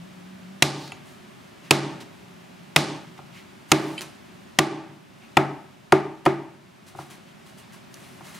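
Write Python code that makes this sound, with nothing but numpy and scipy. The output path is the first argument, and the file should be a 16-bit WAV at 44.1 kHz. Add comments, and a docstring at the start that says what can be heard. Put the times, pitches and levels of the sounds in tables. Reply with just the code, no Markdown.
"""Open air hisses and a far motor drones, sinking away, around a thick wooden block under a kitchen roof.
From 0.6 s a heavy knife chops pork eight times, quicker and softer at the end: bone crunches, the blade
rings briefly, the block thuds, the walls echo. Between chops the blade rasps in the cut, sinew snaps,
steel clinks free of bone, and meat bumps and squelches. From about 7 s wet slabs are peeled up
and laid aside."""
import sys
import numpy as np
from scipy import signal
from scipy.fft import rfft, irfft, next_fast_len
from scipy.io import wavfile
from scipy.ndimage import uniform_filter1d, minimum_filter1d

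SR = 44100
rng = np.random.default_rng(int(sys.argv[2]) if len(sys.argv) > 2 else 0)


def put_to_file(sound):
    """Save the sound as 16-bit audio at rate SR, in the file named by the first command-line argument."""
    columns = np.atleast_2d(sound).T  # one column per channel
    safe = np.clip(columns, -1, 1)
    whole_steps = np.round(safe * 32767)
    wavfile.write(sys.argv[1], SR, whole_steps.astype(np.int16))


N = 369996


def amp(db):
    """Decibels to gain."""
    return 10 ** (np.asarray(db) / 20)


def unit_rms(x):
    """Scales to rms 1."""
    return x / np.sqrt(np.mean(x ** 2) + 1e-20)


def at_hz(points, hz):
    """Reads a table on a log-frequency axis."""
    points_hz, values = np.transpose(points)
    return np.interp(np.log(hz + 1), np.log(points_hz + 1), values)


def add(mix, start_s, sound):
    """Mixes a sound in place."""
    part = mix[max(round(start_s * SR), 0):][:len(sound)]
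    part += sound[:len(part)]


def shelf_db(hz, treble_db):
    """Treble shelf, flat below 2 kHz."""
    return at_hz([(2000, 0), (4200, treble_db)], hz)


def colour(x, spectrum, treble_db=0, size=4096):
    """Minimum-phase filter of unit energy with the given spectrum and treble shelf."""
    hz = np.fft.rfftfreq(size, 1 / SR)
    log_gain = np.log(amp(at_hz(spectrum, hz) + shelf_db(hz, treble_db)))
    log_response = np.conj(signal.hilbert(np.r_[log_gain, log_gain[-2:0:-1]]))
    taps = np.fft.ifft(np.exp(log_response)).real
    return signal.fftconvolve(x, taps / np.linalg.norm(taps))[:len(x)]


def equalise(x, gains_db):
    """Zero-phase filter from a table of gains."""
    size = next_fast_len(len(x) + 4096)
    gain = amp(at_hz(gains_db, np.fft.rfftfreq(size, 1 / SR)))
    return irfft(rfft(x, size) * gain, size)[:len(x)]


# Air spectra, mid and side. Each row: frequency in Hz, relative density in dB.
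AIR_MID_SPECTRUM = [(15, -77.5), (25, -34), (127, -0.5), (212, 2), (335, -8.5), (363, -1), (463, -12),
                    (516, -8), (659, -11), (863, -12.5), (2760, -16), (4370, -22), (9840, -30.5),
                    (14800, -36.5), (16000, -43.5)]
AIR_SIDE_SPECTRUM = [(15, -65), (25, -37.5), (200, -3.5), (263, -15), (373, -5.5), (463, -19), (575, -11.5),
                     (2690, -25.5), (4370, -32.5), (13200, -43.5), (16000, -40)]
# Hiss envelope. Each row: time in seconds, relative level in dB.
AIR_LEVEL_DB = [(0, -45.5), (4.5, -46), (5.05, -49.5), (5.298, -46.5), (5.8, -49.5), (6.6, -50.5),
                (7.2, -47.5), (8.39, -45)]


def open_air(gain_db=-3.0, side_db=-2):
    """Hiss from all sides; the level dips during the last quick chops."""
    mid = unit_rms(colour(rng.standard_normal(N), AIR_MID_SPECTRUM))
    side = amp(side_db) * unit_rms(colour(rng.standard_normal(N), AIR_SIDE_SPECTRUM))
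    level_db = np.interp(np.arange(N) / SR, *np.transpose(AIR_LEVEL_DB)) + gain_db
    return np.array([mid + side, mid - side]) * amp(level_db)


def drift():
    """Slow random wander of rms 1."""
    return unit_rms(uniform_filter1d(uniform_filter1d(rng.standard_normal(N), size=2500), size=2500))


# Motor envelope. Each row: time in seconds, level in dB.
MOTOR_LEVEL_DB = [(0, -47), (.55, -47.5), (1.2, -63), (2.7, -55), (5.8, -74)]


def far_motor(tone_hz=182, wander_hz=7, throb_db=2.5):
    """One low tone, a little unsteady in speed and strength."""
    cycles = np.cumsum(tone_hz + wander_hz * drift()) / SR
    level_db = np.interp(np.arange(N) / SR, *np.transpose(MOTOR_LEVEL_DB)) + throb_db * drift()
    return amp(level_db) * unit_rms(np.sin(2 * np.pi * cycles))


def fracture(swell_s, size=8192):
    """Tiny snaps merge into a noise burst that peaks at swell_s and dies."""
    age = np.arange(size) / SR / max(swell_s, 1 / SR)
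    return age * np.exp(1 - age) * rng.standard_normal(size)


# Breaking bone. Each row: frequency in Hz, relative density in dB.
CRUNCH_SPECTRUM = [(60, -21), (300, 4), (900, -4.5), (1600, -7), (2400, -4.5), (4000, -6), (6500, -10),
                   (10000, -16), (13000, -21.5), (16000, -26.5)]


def crunch(force, treble_db):
    """Tissue breaks under a force; hard bone gives the top octaves, soft meat swallows them."""
    return colour(force, CRUNCH_SPECTRUM, treble_db)


def ring(modes, detune, length_s=.4):
    """Decaying sines; each blow lands elsewhere and shifts them a little."""
    hz, db, t60_s = np.transpose(modes)[:, :, None]
    t = np.arange(int(length_s * SR)) / SR
    hz = hz * (1 + detune * rng.standard_normal(hz.shape))
    sign = (-1) ** np.arange(len(hz))[:, None]
    return (sign * amp(db - 60 * t / t60_s) * np.sin(2 * np.pi * hz * t)).sum(0)


# Free blade. Each row: frequency in Hz, relative level in dB, T60 in seconds.
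BLADE_MODES = [(2005, 5.5, 0.033), (2420, 6.5, 0.034), (2590, 6.5, 0.038), (3323.4, 3.5, 0.045),
               (4154, -2, 0.043), (5180, -5, 0.031), (6865, -11, 0.098), (7880, -2, 0.0082),
               (10230, -3, 0.024)]


def blade(force, treble_db, t60_scale=1):
    """Steel rings under a force; meat on its sides shortens the ring by t60_scale."""
    modes = [(hz, db + shelf_db(hz, treble_db), t60_s * t60_scale) for hz, db, t60_s in BLADE_MODES]
    steel = ring(modes, detune=0.039)
    return signal.fftconvolve(force, steel / np.linalg.norm(steel))[:len(force)]


# Block and stand. Each row: frequency in Hz, relative level in dB, T60 in seconds.
BLOCK_MODES = [(91, -11.5, 0.14), (144.93, -3, 0.31), (238, -13.5, 0.053), (320.6, -3, 0.095),
               (330.3, 0, 0.089), (378.3, -5, 0.12), (405.5, -6.5, 0.057), (562, -7, 0.039),
               (691, -1, 0.023), (747, 3.5, 0.025), (907.5, -2, 0.025), (1018, -9, 0.045),
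               (1229, -12, 0.066), (1389, -11.5, 0.056)]


def block(thump_db, body_db, knock_db):
    """Wood rings; where and how squarely it is hit weights the low, middle and high modes."""
    weights_db = [(145, thump_db), (250, body_db), (400, body_db), (750, knock_db)]
    return ring([(hz, db + at_hz(weights_db, hz), t60_s) for hz, db, t60_s in BLOCK_MODES], detune=.02)


# Knife blows. Each row: start in seconds, then crunch, block body, block knock, echo treble in dB.
KNIFE_BLOWS = [(0.6226, 6.5, -15, -2, 0.5), (1.7081, 4, -7, -4, -4), (2.761, 1.5, -14, -6.5, -1.5),
               (3.7167, 3, -3.5, -3.5, -7), (4.5876, 4.5, -1.5, 2, -7.5), (5.3691, -7, -9, -1.5, -16.5),
               (5.9217, -8.5, -.5, -2, -15), (6.2609, -13, -3, -5.5, -16.5)]


def chops(bone_db=-3, steel_db=-4, swell_s=.0018, block_delay_s=.0017577):
    """Bone gives way, the blade rings, the edge lands in the block; returns direct sound and echo send."""
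    direct, send = np.zeros((2, N))
    for start_s, crunch_db, body_db, knock_db, echo_treble_db in KNIFE_BLOWS:
        # more bone: a brighter chop and a harder shove on the block
        treble_db = -3.5 + .82 * crunch_db
        thump_db = -13.5 + .58 * crunch_db
        force = amp(crunch_db) * fracture(swell_s)
        bone = crunch(force, treble_db)
        steel = blade(amp(crunch_db) * fracture(swell_s), treble_db, t60_scale=.3)
        wood = block(thump_db, body_db, knock_db)
        add(direct, start_s, amp(bone_db) * bone + amp(steel_db) * steel)
        add(direct, start_s + block_delay_s, wood)
        # the walls gather the crunch from all directions: one click of the same energy
        click = np.linalg.norm(force) * signal.unit_impulse(len(force))
        add(send, start_s + swell_s, amp(.26 - .35 * crunch_db) * crunch(click, echo_treble_db))
        add(send, start_s + block_delay_s, amp(-3 + .15 * crunch_db) * wood)
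    return direct, send


# Rubs. Each row: start and length in seconds, centre and width in Hz, level in dB.
RUBS = [(0.681, 0.28, 4050, 1490, -43.5), (1.604, .12, 2200, 1200, -52.5), (3.302, 0.15, 2330, 900, -48.5),
        (5.174, .12, 2550, 450, -55.5), (6.96, 0.092, 1100, 700, -47), (7.24, 0.1098, 2930, 450, -59.5)]


def scrapes():
    """The blade rasps in the cut, meat slides on wood: friction noise in one resonance."""
    out = np.zeros(N)
    for start_s, length_s, hz, width_hz, db in RUBS:
        size = int(length_s * SR)
        rub = signal.lfilter(*signal.iirpeak(hz, hz / width_hz, SR), rng.standard_normal(size))
        add(out, start_s, amp(db) * unit_rms(rub) * signal.windows.hann(size))
    return out


# Small breaks. Each row: start in seconds, level in dB, treble in dB, swell in seconds.
SINEW_SNAPS = [(.876, -33.5, -6.5, 0.001554), (2.001, -42.5, -1, 0.009873), (3.1761, -46, -7.5, 0.0044),
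               (4.009, -24.5, 4, 0.00046), (4.0155, -37, 5.5, 0.001573), (6.253, -27.5, -3, .002),
               (7.941, -40, 20, .0014)]


def snaps():
    """Sinew and splinters break in small crunches."""
    out = np.zeros(N)
    for start_s, db, treble_db, swell_s in SINEW_SNAPS:
        add(out, start_s, amp(db) * crunch(fracture(swell_s), treble_db))
    return out


# Steel on bone. Each row: start in seconds, level in dB, treble in dB, contact time in seconds.
BLADE_CLINKS = [(0.919, -27, 5, 0.00081), (3.977, -31, 5, 0.0023), (3.988, -34, 15, 0.002944)]


def clinks():
    """The blade strikes bone as it comes free and rings undamped by meat."""
    out = np.zeros(N)
    for start_s, db, treble_db, contact_s in BLADE_CLINKS:
        add(out, start_s, amp(db) * blade(fracture(contact_s), treble_db))
    return out


# Light hits. Each row: start in seconds, thud in dB, knock in dB.
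BLOCK_BUMPS = [(0.9198, -48, -32.5), (3.189, -44, -33), (6.949, -40, -35), (6.987, -35, -25.5),
               (8.207, -42.5, -36.5)]


def bumps():
    """Meat and knife bump the block and ring it faintly."""
    out = np.zeros(N)
    for start_s, thud_db, knock_db in BLOCK_BUMPS:
        add(out, start_s, block(thud_db, thud_db, knock_db))
    return out


# Juice pops. Each row: frequency in Hz, relative density in dB.
JUICE_SPECTRUM = [(100, -11.5), (700, 2.5), (2500, 3), (5000, -3.5), (10000, -3.5), (16000, -15.5)]
# Peeling meat. Each row: start in seconds, swell in seconds, level in dB.
MEAT_PEELS = [(1.045, 0.03872, -56.5), (3.675, 0.093, -46), (4.013, 0.0059, -36), (6.862, 0.015, -50.5),
              (6.954, .038, -52), (7.095, 0.017, -47.5), (7.45, 0.026, -56), (7.572, 0.013805, -50.5),
              (7.721, 0.014, -50.5), (7.9, 0.11, -54.5), (8.23, 0.03854, -49), (8.335, 0.019, -46.5)]


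def squelches(pops_per_s=7000, pop_spread_db=1.5):
    """Wet meat sticks and peels: films of juice break in a swarm of tiny pops that swells and fades."""
    out, size = np.zeros(N), SR // 2
    for start_s, swell_s, db in MEAT_PEELS:
        strengths = amp(pop_spread_db * np.minimum(rng.exponential(1, size), 4))
        pops = rng.standard_normal(size) * strengths * (rng.random(size) < pops_per_s / SR)
        age = np.arange(size) / SR / swell_s
        add(out, start_s, amp(db) * unit_rms(colour(pops, JUICE_SPECTRUM)) * age * np.exp(1 - age))
    return out


# Echo decay. Each row: frequency in Hz, T60 in seconds.
WALL_T60_S = [(120, 0.93), (400, 0.55), (1000, 0.62), (4000, 0.51), (9000, 0.48), (15000, 0.04)]
# Echo spectrum. Each row: frequency in Hz, relative level in dB.
WALL_LEVEL_DB = [(100, -10), (190, -7), (350, -3.5), (900, -6.5), (2500, -11.5), (4500, -10), (7000, -14),
                 (14000, -14)]


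def walls(x, echoes_per_s=6000, build_s=.00062, early_db=4, early_s=.035, tail_cut_s=.38):
    """Dense echoes, strongest off near surfaces, die band by band."""
    t = np.arange(SR) / SR
    echoes = unit_rms(rng.choice([-1., 1.], SR) * (rng.random(SR) < echoes_per_s / SR))
    echoes *= 1 - np.exp(-t / build_s)
    # the tail falls away faster after about 0.3 s, as if cut by noise suppression
    echoes *= amp(early_db * np.exp(-t / early_s) - 2 * (t / tail_cut_s) ** 4)
    hz, frame_s, bands = signal.stft(echoes, SR, nperseg=512)
    t60_s = at_hz(WALL_T60_S, hz)[:, None]
    bands *= amp(at_hz(WALL_LEVEL_DB, hz)[:, None] - 60 * frame_s / t60_s)
    bands *= np.sqrt(np.log(1e6) / t60_s / SR)  # normalises each decay's energy
    return signal.fftconvolve(x, signal.istft(bands, SR, nperseg=512)[1])[:N]


# Mismatch of the two microphone ports. Each row: frequency in Hz, side gain in dB.
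PORT_SIDE_DB = [(150, -15), (400, -15), (600, -12.5), (1400, -11), (3000, -11.5), (7000, -11), (13000, -6)]


def scene(handling_echo_db=-2, meat_echo_db=7, bounce_db=-1, echo_side_db=1, bounce_s=.0012):
    """Work on the block, with echoes, over air and motor; the work shifts slightly left near 5 s."""
    blows, send = chops()
    handling = bumps() + clinks() + snaps() + scrapes()
    meat = squelches()
    direct = blows + handling + meat
    send = send + amp(handling_echo_db) * handling + amp(meat_echo_db) * meat
    mid = direct + walls(send)
    bounce = np.zeros(N)  # off the block, reaching the two ports unevenly
    add(bounce, bounce_s, amp(bounce_db) * direct)
    side = equalise(bounce + amp(echo_side_db) * walls(send), PORT_SIDE_DB)
    pan_db = np.interp(np.arange(N) / SR, [4.8, 5.3], [-.5, .9])
    work = np.array([mid + side, mid - side]) * amp(np.array([pan_db, -pan_db]) / 2)
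    return work + open_air() + far_motor()


def record(dry, notch_hz=480, notch_q=5, ceiling_db=2, recovery_db_per_s=35, cutoff_hz=15900):
    """Microphone notch, limiter that ducks after loud chops, soft clip, low-pass."""
    x = signal.lfilter(*signal.iirnotch(notch_hz, notch_q, SR), dry)
    peak_db = 20 * np.log10(abs(x).max(0) + 1e-9)
    over_db = np.maximum(peak_db - ceiling_db, 0)
    ramp_db = np.arange(N) * recovery_db_per_s / SR
    duck_db = np.maximum.accumulate(over_db + ramp_db) - ramp_db
    x = x * amp(uniform_filter1d(minimum_filter1d(-duck_db, size=65), size=65))
    x = x / (1 + x ** 6) ** (1 / 6)
    lowpass = signal.firwin(255, cutoff_hz, window=("kaiser", 9), fs=SR)
    return signal.oaconvolve(x, lowpass[None], "same")


dry = scene()
out = record(dry)
put_to_file(out)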